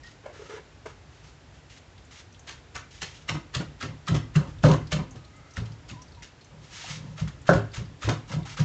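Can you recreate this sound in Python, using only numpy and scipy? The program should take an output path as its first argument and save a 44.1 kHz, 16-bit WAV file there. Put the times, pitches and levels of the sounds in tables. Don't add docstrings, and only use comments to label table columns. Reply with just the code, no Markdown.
import sys
import numpy as np
from scipy import signal
from scipy.fft import rfft, irfft, next_fast_len
from scipy.io import wavfile
from scipy.ndimage import uniform_filter1d, map_coordinates

SR = 44100
rng = np.random.default_rng(int(sys.argv[2]) if len(sys.argv) > 2 else 0)


def log_audio(samples):
    frames = np.atleast_2d(samples).T
    limited = np.clip(frames, -1, 1)
    pcm = np.round(limited * 32767).astype(np.int16)
    wavfile.write(sys.argv[1], SR, pcm)


def boost(x):
    u = np.asarray(x, float) / 20
    return 10 ** u


N = 381200

# frequency in Hz, density in dB per Hz.
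CRISP = [(710, -7), (1200, -6), (2070, -0.5), (2480, -4), (2720, -1), (4580, -5.5), (6720, -6.5),
         (7430, -11.5), (8860, -24.5), (11500, -74), (19500, -120)]
# frequency in Hz, width in Hz, level in dB.
HOLLOW = [(1245, 145, 6.5), (1460, 218, 2), (1690, 216, 2), (2090, 120, 0.5), (2530, 580, -6.5)]
# frequency in Hz, width in Hz, level in dB.
BELLY = [(248.5, 41, 0.5), (300.6, 51, 1.5), (351, 39, -1.5), (411.3, 30, -1), (430, 58, -9.5)]
WALL = [(520, 67, 6.5), (598, 59, 0.5), (656, 42, -3.5), (743, 49, 0.5)]
RIM = [(844, 60, -0.5), (968, 84, 5), (1117, 110, 2.5)]
# start in seconds, table in dB, then low boom, bowl belly and bowl wall in dB.
LAND = [(2.751, -48.5, 12, -14, -3), (3.027, -43, -11, -31, -17), (3.298, -34.5, 5, -17, -12),
        (3.559, -29.5, -1, -24, -18.5), (3.83, -38, 7, -2.5, -8), (4.09, -21.5, -11, -17, -25),
        (4.3615, -11.5, -22, -20.5, -33), (4.6398, -15, 3.5, -9.5, -14.5), (4.923, -22, -3, -22, -20.5),
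        (5.15, -45.5, -11, -4, -7), (5.577, -31, 4.5, -13, -16.5), (5.916, -37, 0, -11, -33),
        (7.212, -24, -1.5, -22.5, -26), (7.492, -21.5, -5, -4, 0), (7.774, -30.5, 3, -30, -38),
        (8.047, -29.5, 4, -19, -17), (8.091, -24, -16, -11, -9), (8.334, -23, -16, -21, -23),
        (8.604, -24, -30, -16, -19)]


def unit(x):
    return x / np.sqrt(np.mean(x ** 2) + 1e-20)


def along(points, hz):
    f, v = np.transpose(points)
    return np.interp(np.log(hz + 1), np.log(f + 1), v)


def add_at(out, s, sound):
    out[round(s * SR):][:len(sound)] += sound


def filtered(x, response):
    m = next_fast_len(N + SR // 2)
    return irfft(rfft(x, m) * response(np.fft.rfftfreq(m, 1 / SR)), m)[:N]


def resonances(modes, hz):
    power = sum(boost(2 * db) * np.pi * width / SR for _, width, db in modes)
    total = 0
    for k, (centre, width, db) in enumerate(modes):
        mode = 1j * hz * width / (centre * centre - hz * hz + 1j * hz * width)
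        total = total + (-1) ** k * boost(db) * mode
    return total / np.sqrt(power)


def resonant(x, modes):
    return filtered(x, lambda hz: resonances(modes, hz))


def coloured(x, spectrum):
    return unit(filtered(x, lambda hz: boost(along(spectrum, hz))))


def wobble(rate):
    return map_coordinates(rng.standard_normal(int(N * rate / SR) + 4), [np.arange(N) * rate / SR])


def grit(spread_db):
    return unit(rng.standard_normal(N) * boost(spread_db * wobble(900)))


def smeared_tone(t, hz, smear):
    drift = np.cumsum(rng.standard_normal(len(t))) * smear
    return np.sin(2 * np.pi * hz * t + drift)


def stroke(s, length, db, swell_db=0):
    grip_s, let_go_s = 0.0063, 0.025
    out, t = np.zeros(N + SR), np.arange(round((length + let_go_s) * SR)) / SR
    hold = np.clip(np.minimum(t / grip_s, 1 + (length - t) / let_go_s), 0, 1)
    add_at(out, s, hold * boost(db + swell_db * np.clip(t / length, 0, 1)))
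    return out[:N]


def afterglow(db, grows, fade_s):
    power = np.zeros(N)
    for s, blow_db, *_ in LAND:
        power[round(s * SR)] = boost(2 * (db + grows * (blow_db + 18)))
    return np.sqrt(signal.lfilter([1], [1, -np.exp(-2 / (fade_s * SR))], power))


def air():
    # frequency in Hz, density in dB per Hz.
    room_air = [(13, -53.5), (22, -36.5), (49, 2.5), (99, 2), (118, -1), (152, -0.5), (190, -12), (285, -8),
                (323, -11.5), (949, -16.5), (1050, -18.5), (1530, -18), (6080, -28), (7430, -29),
                (8860, -51.5), (11500, -86.5), (19500, -120)]
    hum = filtered(rng.standard_normal(N), lambda hz: boost(along(room_air, hz)))
    rumble = unit(filtered(hum, lambda hz: 1 / (1 + (hz / 220) ** 4)))
    hiss = unit(filtered(hum, lambda hz: 1 - 1 / (1 + (hz / 220) ** 4)))
    legs = afterglow(db=-39.5, grows=0.38, fade_s=0.23)
    crumbs = afterglow(db=-57, grows=0.6, fade_s=0.24)
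    low = np.hypot(boost(-54), legs) * boost(1.8 * wobble(12)) * rumble
    return low + np.hypot(boost(-57), crumbs) * boost(0.29 * wobble(4.3)) * hiss


def rubbing():
    # start in seconds, length in seconds, hiss in dB, low part in dB, swell in dB.
    strokes = [(0.032, 0.085, -58.5, 4, 0), (0.326, 0.16, -57.5, 11.5, 1), (0.492, 0.08, -53, 15.5, -2),
               (0.859, 0.05, -51, 15.5, -8.5), (1.12, 0.099, -58.5, -9, -8), (1.232, .07, -55.5, 6, -7),
               (1.537, 0.049, -61, -10, -6), (1.694, 0.083, -55, -14, 0), (2.106, 0.097, -54, 1, 4),
               (2.904, 0.089, -52, -10, -3), (3.047, 0.081, -46.5, -9, -9.5), (3.14, 0.09, -51, -15, -8),
               (7.76, .035, -44.5, 6, -2.5), (4.468, .04, -58, 16, -5), (8.272, 0.027, -58.5, 11, 11),
               (8.449, 0.033, -49.5, 10, 2.5), (8.489, 0.046, -47.5, 6.5, 2.5)]
    # time in seconds, pressure in dB.
    turning = [
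        (6.58, -77),
        (6.652, -55),
        (6.674, -62.5),
        (6.736, -47.5),
        (6.931, -39.5),
        (7.036, -62),
        (7.142, -64),
        (7.15, -79),
    ]
    times, pressure_db = np.transpose(turning)
    pressure = boost(np.interp(np.arange(N) / SR, times, pressure_db))
    scrape = pressure * stroke(times[0], times[-1] - times[0], 1.5)
    push, low = scrape, scrape * boost(1)
    for s, length, db, low_db, swell_db in strokes:
        push = push + stroke(s, length, db, swell_db)
        low = low + stroke(s, length, db + low_db, swell_db)
    uneven = boost(1.3 * wobble(60))
    skin_hz = 1120
    hiss = filtered(coloured(grit(1.2), CRISP), lambda hz: (1j * hz / (skin_hz + 1j * hz)) ** 2)
    body = resonant(uneven * low * boost(-10) * grit(3.4), HOLLOW + RIM[:2])
    return uneven * push * boost(0.97) * hiss + body


def smacks():
    # start in seconds, peak in dB, pitch in Hz.
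    films = [(0.0334, -38.5, 4750), (0.0615, -40, 3760), (0.068, -38, 4950), (1.9782, -38.5, 3280),
             (2.0484, -45, 7100), (2.324, -42.5, 6100), (2.344, -38, 3360), (2.3924, -37.5, 6520),
             (4.584, -41, 3480), (4.8698, -34, 4580), (5.108, -36.5, 6500), (5.246, -38.5, 4140),
             (5.363, -45, 7200), (5.5064, -40, 5480), (5.5353, -38, 5900), (5.718, -39, 5000),
             (6.0177, -32.5, 5730), (6.0794, -42.5, 4800), (6.119, -41, 4520), (6.146, -40.5, 4120),
             (6.4098, -38.5, 4340), (6.444, -40.5, 6300), (7.415, -43.5, 7100), (7.63, -55, 3200),
             (7.7164, -38, 4530), (7.8534, -41, 4850), (7.9924, -50, 4850), (8.294, -38.5, 2930),
             (8.429, -36.5, 3690)]
    out, t = np.zeros(N + SR), np.arange(SR // 20) / SR
    shape = boost(-60 * t / 0.054) * (1 - np.exp(-t / 0.0017))
    for s, db, hz in films:
        add_at(out, s, boost(db - 7) * shape * smeared_tone(t, hz, 0.31))
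    return out[:N]


def rings(tones):
    out, t = np.zeros(N + SR), np.arange(SR // 2) / SR
    for s, db, hz, t60 in tones:
        rise = 1 - np.exp(-t * hz / 0.47)
        tone = smeared_tone(t, hz, 0.019 * np.sqrt(hz / 500))
        add_at(out, s, boost(db - 60 * t / t60) * rise * tone)
    return out[:N]


def knock_tones():
    # start in seconds, peak in dB, frequency in Hz, t60 in
    # seconds.
    ring_tones = [(0.258, -33, 595, 0.075), (0.394, -36, 417, 0.09), (0.495, -34, 448, 0.054),
                  (0.537, -32, 430, 0.069), (3.298, -40, 573, 0.11), (3.343, -36, 305, 0.13),
                  (3.35, -45, 1020, 0.16), (3.552, -40, 593, 0.17), (3.603, -41, 792, .1),
                  (3.852, -42, 420, .08), (4.146, -36, 520, 0.063), (4.146, -37, 368, 0.17),
                  (4.472, -44, 897, 0.08), (4.639, -12.5, 151, 0.2), (4.64, -10.5, 577, 0.055),
                  (4.648, -20.5, 520, 0.22), (4.65, -21, 290.8, .23), (4.688, -18.5, 401, 0.14),
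                  (4.688, -27, 956, 0.26), (4.735, -30, 1033, 0.18), (4.742, -32, 380, .15),
                  (4.924, -30.5, 600, .12), (4.945, -32.5, 548, 0.074), (4.988, -40, 943, 0.25),
                  (4.988, -38, 1018, 0.23), (4.99, -40.5, 736, 0.12), (7.186, -42.5, 630, 0.11),
                  (7.491, -8, 584, .07), (7.491, -8, 159, 0.083), (7.497, -21, 397, 0.15),
                  (7.513, -15.5, 538.4, 0.18), (7.548, -23, 551.6, 0.14), (8.024, -42, 597, 0.11),
                  (8.087, -27, 1014, 0.1), (8.087, -30, 906, .12), (8.092, -22.5, 259, 0.087),
                  (8.1, -31.5, 743, 0.12), (8.13, -40, 995, .1), (8.366, -22.5, 152.4, 0.36),
                  (8.455, -41.5, 800, 0.096), (8.604, -14, 149, 0.22), (3.343, -30, 148, 0.14),
                  (3.588, -23.5, 147.2, .2), (4.735, -23, 149, 0.13), (4.955, -22, 150, 0.18),
                  (5.0, -26, 160, 0.073), (7.515, -20, 109.4, .3), (7.53, -17, 159, 0.13),
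                  (8.048, -24, 148, .1), (7.56, -28, 398.4, 0.27),
                  (0.034, -47, 1883, 0.18), (0.255, -47, 1600, .04), (2.756, -47, 2080, 0.087),
                    (3.35, -41, 1272, 0.18), (3.352, -48, 2060, 0.32), (3.355, -46, 2850, 0.072),
                    (3.545, -35, 3410, .06), (3.606, -39, 1427, .1), (3.826, -39, 4700, 0.058),
                    (4.147, -36, 1234, .15), (4.147, -38, 2020, 0.14), (4.16, -47, 3280, 0.3),
                    (4.353, -35, 1980, 0.075), (4.356, -32.5, 2730, 0.063), (4.37, -35, 1500, 0.083),
                    (4.64, -33, 1664, .12), (4.641, -24.5, 1243, 0.089), (4.922, -32, 2084, 0.048),
                    (4.924, -40, 1367, .08), (4.99, -42, 1232, 0.13), (5.568, -38, 2130, .07),
                    (7.274, -43, 1380, 0.043), (7.491, -20.5, 1460, .13), (7.491, -19.5, 1577, 0.084),
                    (7.492, -21, 1345, .07), (7.54, -32, 1460, .08), (8.09, -43.5, 2030, .2),
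                    (8.322, -43, 2143, 0.15), (8.571, -44, 1240, 0.12), (8.59, -35, 1634, 0.088),
                    (8.59, -38, 1240, 0.074)]
    return rings(ring_tones)


def squeals():
    # start in seconds, length in seconds, start pitch in Hz, end pitch in Hz, level in dB.
    glides = [
        (0.042, .035, 1882, 1910, -49.5),
        (0.062, 0.018, 1490, 1493, -58),
        (5.17, 0.37, 1245, 1260, -63),
        (5.33, .2, 2060, 2050, -64),
        (5.62, .14, 890, 900, -63),
        (5.931, 0.094, 978, 995, -52),
        (6.168, 0.049, 984, 946, -57.5),
        (5.42, 0.29, 1324, 1320, -62),
        (5.8, 0.19, 947, 968, -66),
    ]
    tones, t = np.zeros(N), np.arange(N) / SR
    waver, flicker = 1 + 0.0241 * wobble(97), boost(2.6 * wobble(30))
    for s, length, from_hz, to_hz, db in glides:
        pitch = np.interp(t, [s, s + length], [from_hz, to_hz]) * waver
        phase = 2 * np.pi * np.cumsum(pitch) / SR
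        tones += stroke(s, length, db) * flicker * np.sin(phase)
    return tones


def dragging():
    # start in seconds, length in seconds, drone in dB, rasp in dB, swell in dB.
    jerks = [
        (0.232, 0.14, -49, -8.5, -3),
        (0.385, 0.068, -48.5, -17, -5),
        (0.489, 0.095, -47, -3, -0.5),
    ]
    # start in seconds, level in dB, rasp in dB, length in seconds, note in Hz.
    knocks = [
        (0.256, -34, -11.5, 0.013, 586),
        (0.854, -25.5, -13.5, 0.0096, 420),
    ]
    # frequency in Hz, width in Hz, level in dB.
    box = [(335, 86, -6.5), (423, 58, 3), (538, 51, -1.5), (710, 65, -9)]
    t, uneven = np.arange(N) / SR, boost(1.7 * wobble(48))
    slips, rasp, notes = np.zeros(N), np.zeros(N), np.zeros(N)
    for s, length, db, rasp_db, swell_db in jerks:
        slips += uneven * stroke(s, length, db, swell_db)
        rasp += uneven * stroke(s, length, db + rasp_db)
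    for s, db, rasp_db, length, hz in knocks:
        since = t - s - 0.004
        blow = boost(db - 0.5) * np.exp(-np.abs(since) / np.where(since > 0, length, 0.0015))
        notes += resonant(blow * grit(4.6), [(hz, 110, 0), (0.97 * hz, 110, -6)])
        rasp += blow * boost(rasp_db)
    return notes + resonant(slips * grit(1.3), box) + resonant(rasp * grit(3), HOLLOW[1:] + RIM)


def further_tones():
    # start in seconds, peak in dB, frequency in Hz, t60 in seconds.
    short_tones = [(0.259, -38, 725, 0.056), (0.3, -45, 690, .1), (0.418, -36, 430, .07),
                   (0.446, -41, 420, .07), (0.51, -33, 450, 0.065), (0.566, -41, 440, .06),
                   (0.858, -37.5, 642, 0.087), (0.858, -45, 1550, .07), (3.6, -36.5, 301, .12),
                   (4.112, -38, 420, .08), (4.148, -31, 294, .12), (4.48, -37, 300, 0.11),
                   (4.41, -36, 400, .1), (4.664, -24, 560, .1), (4.668, -20, 200, .08),
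                   (4.7, -30, 1245, .08), (5.912, -38, 206, .12), (5.93, -42, 290, .08),
                   (6.222, -45, 2100, 0.046), (7.275, -45.5, 1000, 0.044), (8.075, -29.5, 391, .1),
                   (8.12, -32, 450, .1), (8.16, -39, 1150, .06), (8.372, -40, 520, .08),
                   (8.571, -42, 800, .05)]
    return rings(short_tones)


def crunch():
    # start in seconds, peak in dB, hollow part in dB, t60 in seconds.
    crushes = [(2.4763, -31.5, -4.5, 0.16), (2.757, -31, 7.5, 0.053), (3.021, -26.5, -23, 0.074),
               (3.29, -26, 0.5, 0.052), (3.547, -29.5, -1, 0.068), (3.807, -35, 6.5, 0.14),
               (4.0783, -29, 1, 0.067), (4.356, -30.5, 6, .071), (4.642, -26, 3, 0.07),
               (4.923, -24.5, -2, 0.055), (5.568, -33.5, 4, 0.072), (5.896, -33, -7, 0.062),
               (7.173, -41.5, 9.5, 0.096), (7.191, -36.5, -7, 0.14), (7.47, -31.5, 5, 0.18),
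               (7.562, -42.5, 6, 0.13), (7.736, -35, -5.5, 0.2), (8.02, -32, 4.5, 0.14),
               (8.0407, -34, -15, 0.21), (8.319, -30, 0.5, 0.091), (8.575, -36.5, 4.5, 0.15),
               (3.345, -38.5, 0, 0.098), (4.148, -31, -2, 0.1), (4.72, -38, 9, 0.073)]
    # start in
    # seconds, peak in dB, hollow part in dB.
    snaps = [(3.286, -37, 7), (2.755, -38, 7), (3.546, -38, 6), (3.808, -41, 5), (4.074, -36, 6),
             (4.921, -34, -1), (8.571, -39, 3), (3.601, -40.5, 9), (3.826, -36.5, -4), (4.633, -34, 7),
             (4.685, -28, -1), (4.714, -39.5, 0), (4.737, -40.5, 15.5), (5.157, -45, 5), (5.654, -42.5, -9),
             (6.223, -32, -32), (7.274, -38.5, 2.5), (7.49, -32.5, -5.5), (7.531, -31.5, 7),
             (8.089, -29, 9.5), (8.595, -34.5, 1)]
    bites = [(*row, 0.0054) for row in crushes]
    bites += [(*row, 0.099, 0.0012) for row in snaps]
    bright, dull = np.zeros(N + SR), np.zeros(N + SR)
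    t = np.arange(-SR // 20, SR // 2) / SR
    for s, db, hollow_db, t60, rise in bites:
        shape = boost(-60 * np.maximum(t, 0) / t60) / (1 + np.exp(np.minimum(1 - t / rise, 50)))
        shape /= shape.max()
        add_at(bright, s - 0.05, boost(db - 7.5) * shape)
        add_at(dull, s - 0.05, boost(db + min(hollow_db, 9) - 11.5) * shape)
    clumps = boost(2.2 * wobble(120))
    fibres = clumps * bright[:N] * coloured(grit(3.74), CRISP)
    return fibres + resonant(clumps * dull[:N] * grit(2.6), HOLLOW)


def patchy(x):
    z = signal.stft(x, nperseg=256)[2]
    field = rng.standard_normal(z.shape)
    field = uniform_filter1d(field, round(350 * 256 / SR), axis=0)
    field = uniform_filter1d(field, round(0.012 * SR / 128), axis=1)
    gain = boost(2.2 * unit(field))
    return signal.istft(z * unit(gain), nperseg=256)[1][:N]


def bursts():
    # start in seconds, peak in dB, pitch in Hz.
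    pockets = [(2.48, -37, 1650), (2.754, -33.5, 1230), (3.289, -21, 2150), (3.289, -24, 2750),
               (3.553, -28, 2640), (3.81, -38, 1240), (3.826, -26.5, 2120), (4.074, -26, 1225),
               (4.353, -27, 1280), (4.923, -37.5, 3370), (5.569, -29.5, 1405), (5.568, -27.5, 1690),
               (5.898, -35, 2693), (6.842, -32, 767), (7.189, -37, 1355), (8.021, -36, 1256),
               (8.321, -29.5, 1290)]
    out, t = np.zeros(N + SR), np.arange(SR // 10) / SR
    shape = boost(-60 * t / 0.044) * (1 - np.exp(-t / 0.0018))
    for s, db, hz in pockets:
        add_at(out, s, boost(db) * shape * smeared_tone(t, hz, 0.1))
    return out[:N]


def table_top(hz):
    # frequency in Hz, width in Hz, level in dB.
    top_modes = [(149, 12, 0), (193, 22, -7)]
    centre_hz, width_hz = 151, 144
    band = 1j * hz * width_hz / (centre_hz ** 2 - hz * hz + 1j * hz * width_hz)
    return resonances(top_modes, hz) * band


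def table_legs(hz):
    # frequency in Hz, width in Hz, level in dB.
    low_modes = [(59.5, 17.3, -3), (110.6, 6.5, 7.5)]
    return resonances(low_modes, hz) * (1j * hz / (44 + 1j * hz)) ** 2


def thuds():
    # start in seconds, table in dB, low boom in dB, bowl in dB.
    rocking = [(3.349, -30, -3, -6), (3.597, -25, -11.5, -10.5), (3.853, -38, 4.5, -2.5),
               (4.113, -22, 1.5, -10.5), (4.145, -26, -1.5, -6), (4.665, -16, -24, -7.5),
               (4.704, -11, -31, -16.5), (4.74, -34, -10.5, 2), (4.962, -25.5, -26, -13.5),
               (4.994, -30, -14, -7), (5.613, -33, 5.5, -12), (7.038, -39.5, -32, -7),
               (7.243, -30.5, -2, -19.5), (7.277, -43, -6, -20), (7.52, -17.5, -10, -11),
               (7.549, -29, 8, -7.5), (7.799, -27, -18, -17), (7.898, -39, -11, -12.5),
               (8.074, -24, 2.5, -7), (8.115, -27.5, -22, -11), (8.362, -30, -23, -15),
               (8.385, -24, -21, -18.5), ]
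    # start in seconds, peak in dB.
    clacks = [
        (3.608, -46.5),
        (4.145, -50),
        (4.6385, -24),
        (4.7209, -32.5),
        (7.4907, -14.5),
        (7.5294, -45),
        (8.088, -31.5),
    ]
    # frequency in Hz, width in Hz, level in dB.
    club = [(1330, 88, 3), (1490, 50, 4), (1498, 110, 6), (1664, 100, -1)]
    spike = [(641, 143, -1.5), (1533, 160, -2.5)]
    table, bowl, t = np.zeros(N + SR), np.zeros(N + SR), np.arange(2 ** 13) / SR
    hz = np.fft.rfftfreq(len(t), 1 / SR)
    blunt = 1 / (1 - (hz / 1850) ** 2 + 1.1j * hz / 1850) ** 3
    legs, top = table_legs(hz), table_top(hz)
    push = -np.exp(-((t - 0.004) / 0.0021) ** 2)

    def struck(modes):
        return resonances([(c, w, db + 2.3 * rng.standard_normal()) for c, w, db in modes], hz)

    contacts = [(*row, row[-1] - 2) for row in LAND]
    contacts += [(*row, row[-1] - 7.5, row[-1] - 6) for row in rocking]
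    for s, db, boom_db, belly_db, wall_db, rim_db in contacts:
        rattle = rng.standard_normal(len(t)) * np.exp(-t / 0.016)
        sway = rfft(0.3 * push + rattle) * (boost(boom_db - 2.5) * legs + boost(-2) * top)
        rattle[0] = -20
        clay = boost(belly_db + 2) * struck(BELLY) + boost(wall_db) * struck(WALL)
        clay = clay + boost(rim_db - 6) * struck(RIM)
        add_at(table, s - 0.007, boost(db) * irfft(sway * blunt))
        add_at(bowl, s, boost(db) * irfft(rfft(rattle) * clay * blunt))
    bare = resonances(club, hz) + boost(2) * resonances(spike, hz)
    for s, db in clacks:
        tap = rng.standard_normal(len(t)) * 0.41 * np.exp(-t / 0.0023)
        tap[0] = -20
        add_at(bowl, s, boost(db - 5) * irfft(rfft(tap) * bare * blunt))
    return table[:N] + shudder(), bowl[:N]


def shudder():
    # start in seconds, length in seconds, table in dB, swell in dB, bowl share in dB.
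    presses = [(3.299, 0.088, -32.5, -10.5, -1), (3.553, 0.073, -38, 4, -6), (3.83, 0.1, -41.5, -1.5, -5),
               (4.085, 0.082, -26.5, 1, -11.5), (4.36, 0.11, -34.5, -1.5, -4), (4.64, 0.105, -20, -3.5, -1),
               (4.925, 0.1, -31, -0.5, -12), (5.577, 0.127, -39.5, -7, -10), (5.896, 0.072, -46.5, -9, -8),
               (6.502, 0.24, -49.5, -8, -4.5), (6.858, 0.28, -42.5, 0, -7.5), (7.21, 0.061, -28, -9, -23),
               (7.491, 0.14, -22, -20, 1.5), (7.774, .045, -34.5, 0.5, -14), (8.053, 0.12, -36, -9, -8),
               (8.293, 0.11, -33.5, -5, -6), (8.584, 0.045, -22, -9, -13)]
    chatter = boost(-1 + 1.2 * wobble(45)) * grit(1.5)
    foot, clay = np.zeros(N), np.zeros(N)
    for s, length, db, swell_db, bowl_db in presses:
        press = chatter * stroke(s, length, db, swell_db)
        foot += press
        clay += boost(bowl_db) * press
    wood = filtered(foot, lambda hz: table_top(hz) + boost(-2) * table_legs(hz))
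    return wood + filtered(clay, lambda hz: resonances(BELLY + WALL + RIM, hz) / (1 + 1j * hz / 600))


def kitchen(x):
    # frequency in Hz, t60 in seconds.
    decay = [(100, 0.47), (500, 0.29), (2000, 0.35), (7000, 0.25)]
    hz, t, z = signal.stft(rng.standard_normal(SR // 2), SR, nperseg=256)
    tail = signal.istft(z * boost(-60 * t / along(decay, hz)[:, None]), SR, nperseg=256)[1]
    late = np.pad(x, (250, 0))
    return signal.fftconvolve(late, tail / np.linalg.norm(tail))[:N]


def scene():
    far = air() + squeals()
    small = rubbing() + smacks() + dragging()
    tones, late = knock_tones(), further_tones()
    food, pops = crunch(), bursts()
    table, bowl = thuds()
    food = patchy(food + boost(-4.5) * kitchen(food))
    wet = boost(-15.5) * kitchen(table) + boost(-2.5) * kitchen(bowl)
    wet += boost(-8) * kitchen(small + 0.5 * pops) + boost(-9.5) * kitchen(tones)
    return (far + small + tones + late + food + pops + table + bowl + wet)[None]


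def low_pass(x):
    return signal.sosfilt(signal.butter(12, 9010, fs=SR, output="sos"), x)


def record(dry):
    held = dry[0] / (1 + np.abs(dry[0] / 1.1) ** 6) ** (1 / 6)
    mix = filtered(held, lambda hz: 1 / (1 + (30 / (hz + 1)) ** 4) / (1 + (hz / 8260) ** 24))
    return low_pass(mix[None])


dry = scene()
out = record(dry)
log_audio(out)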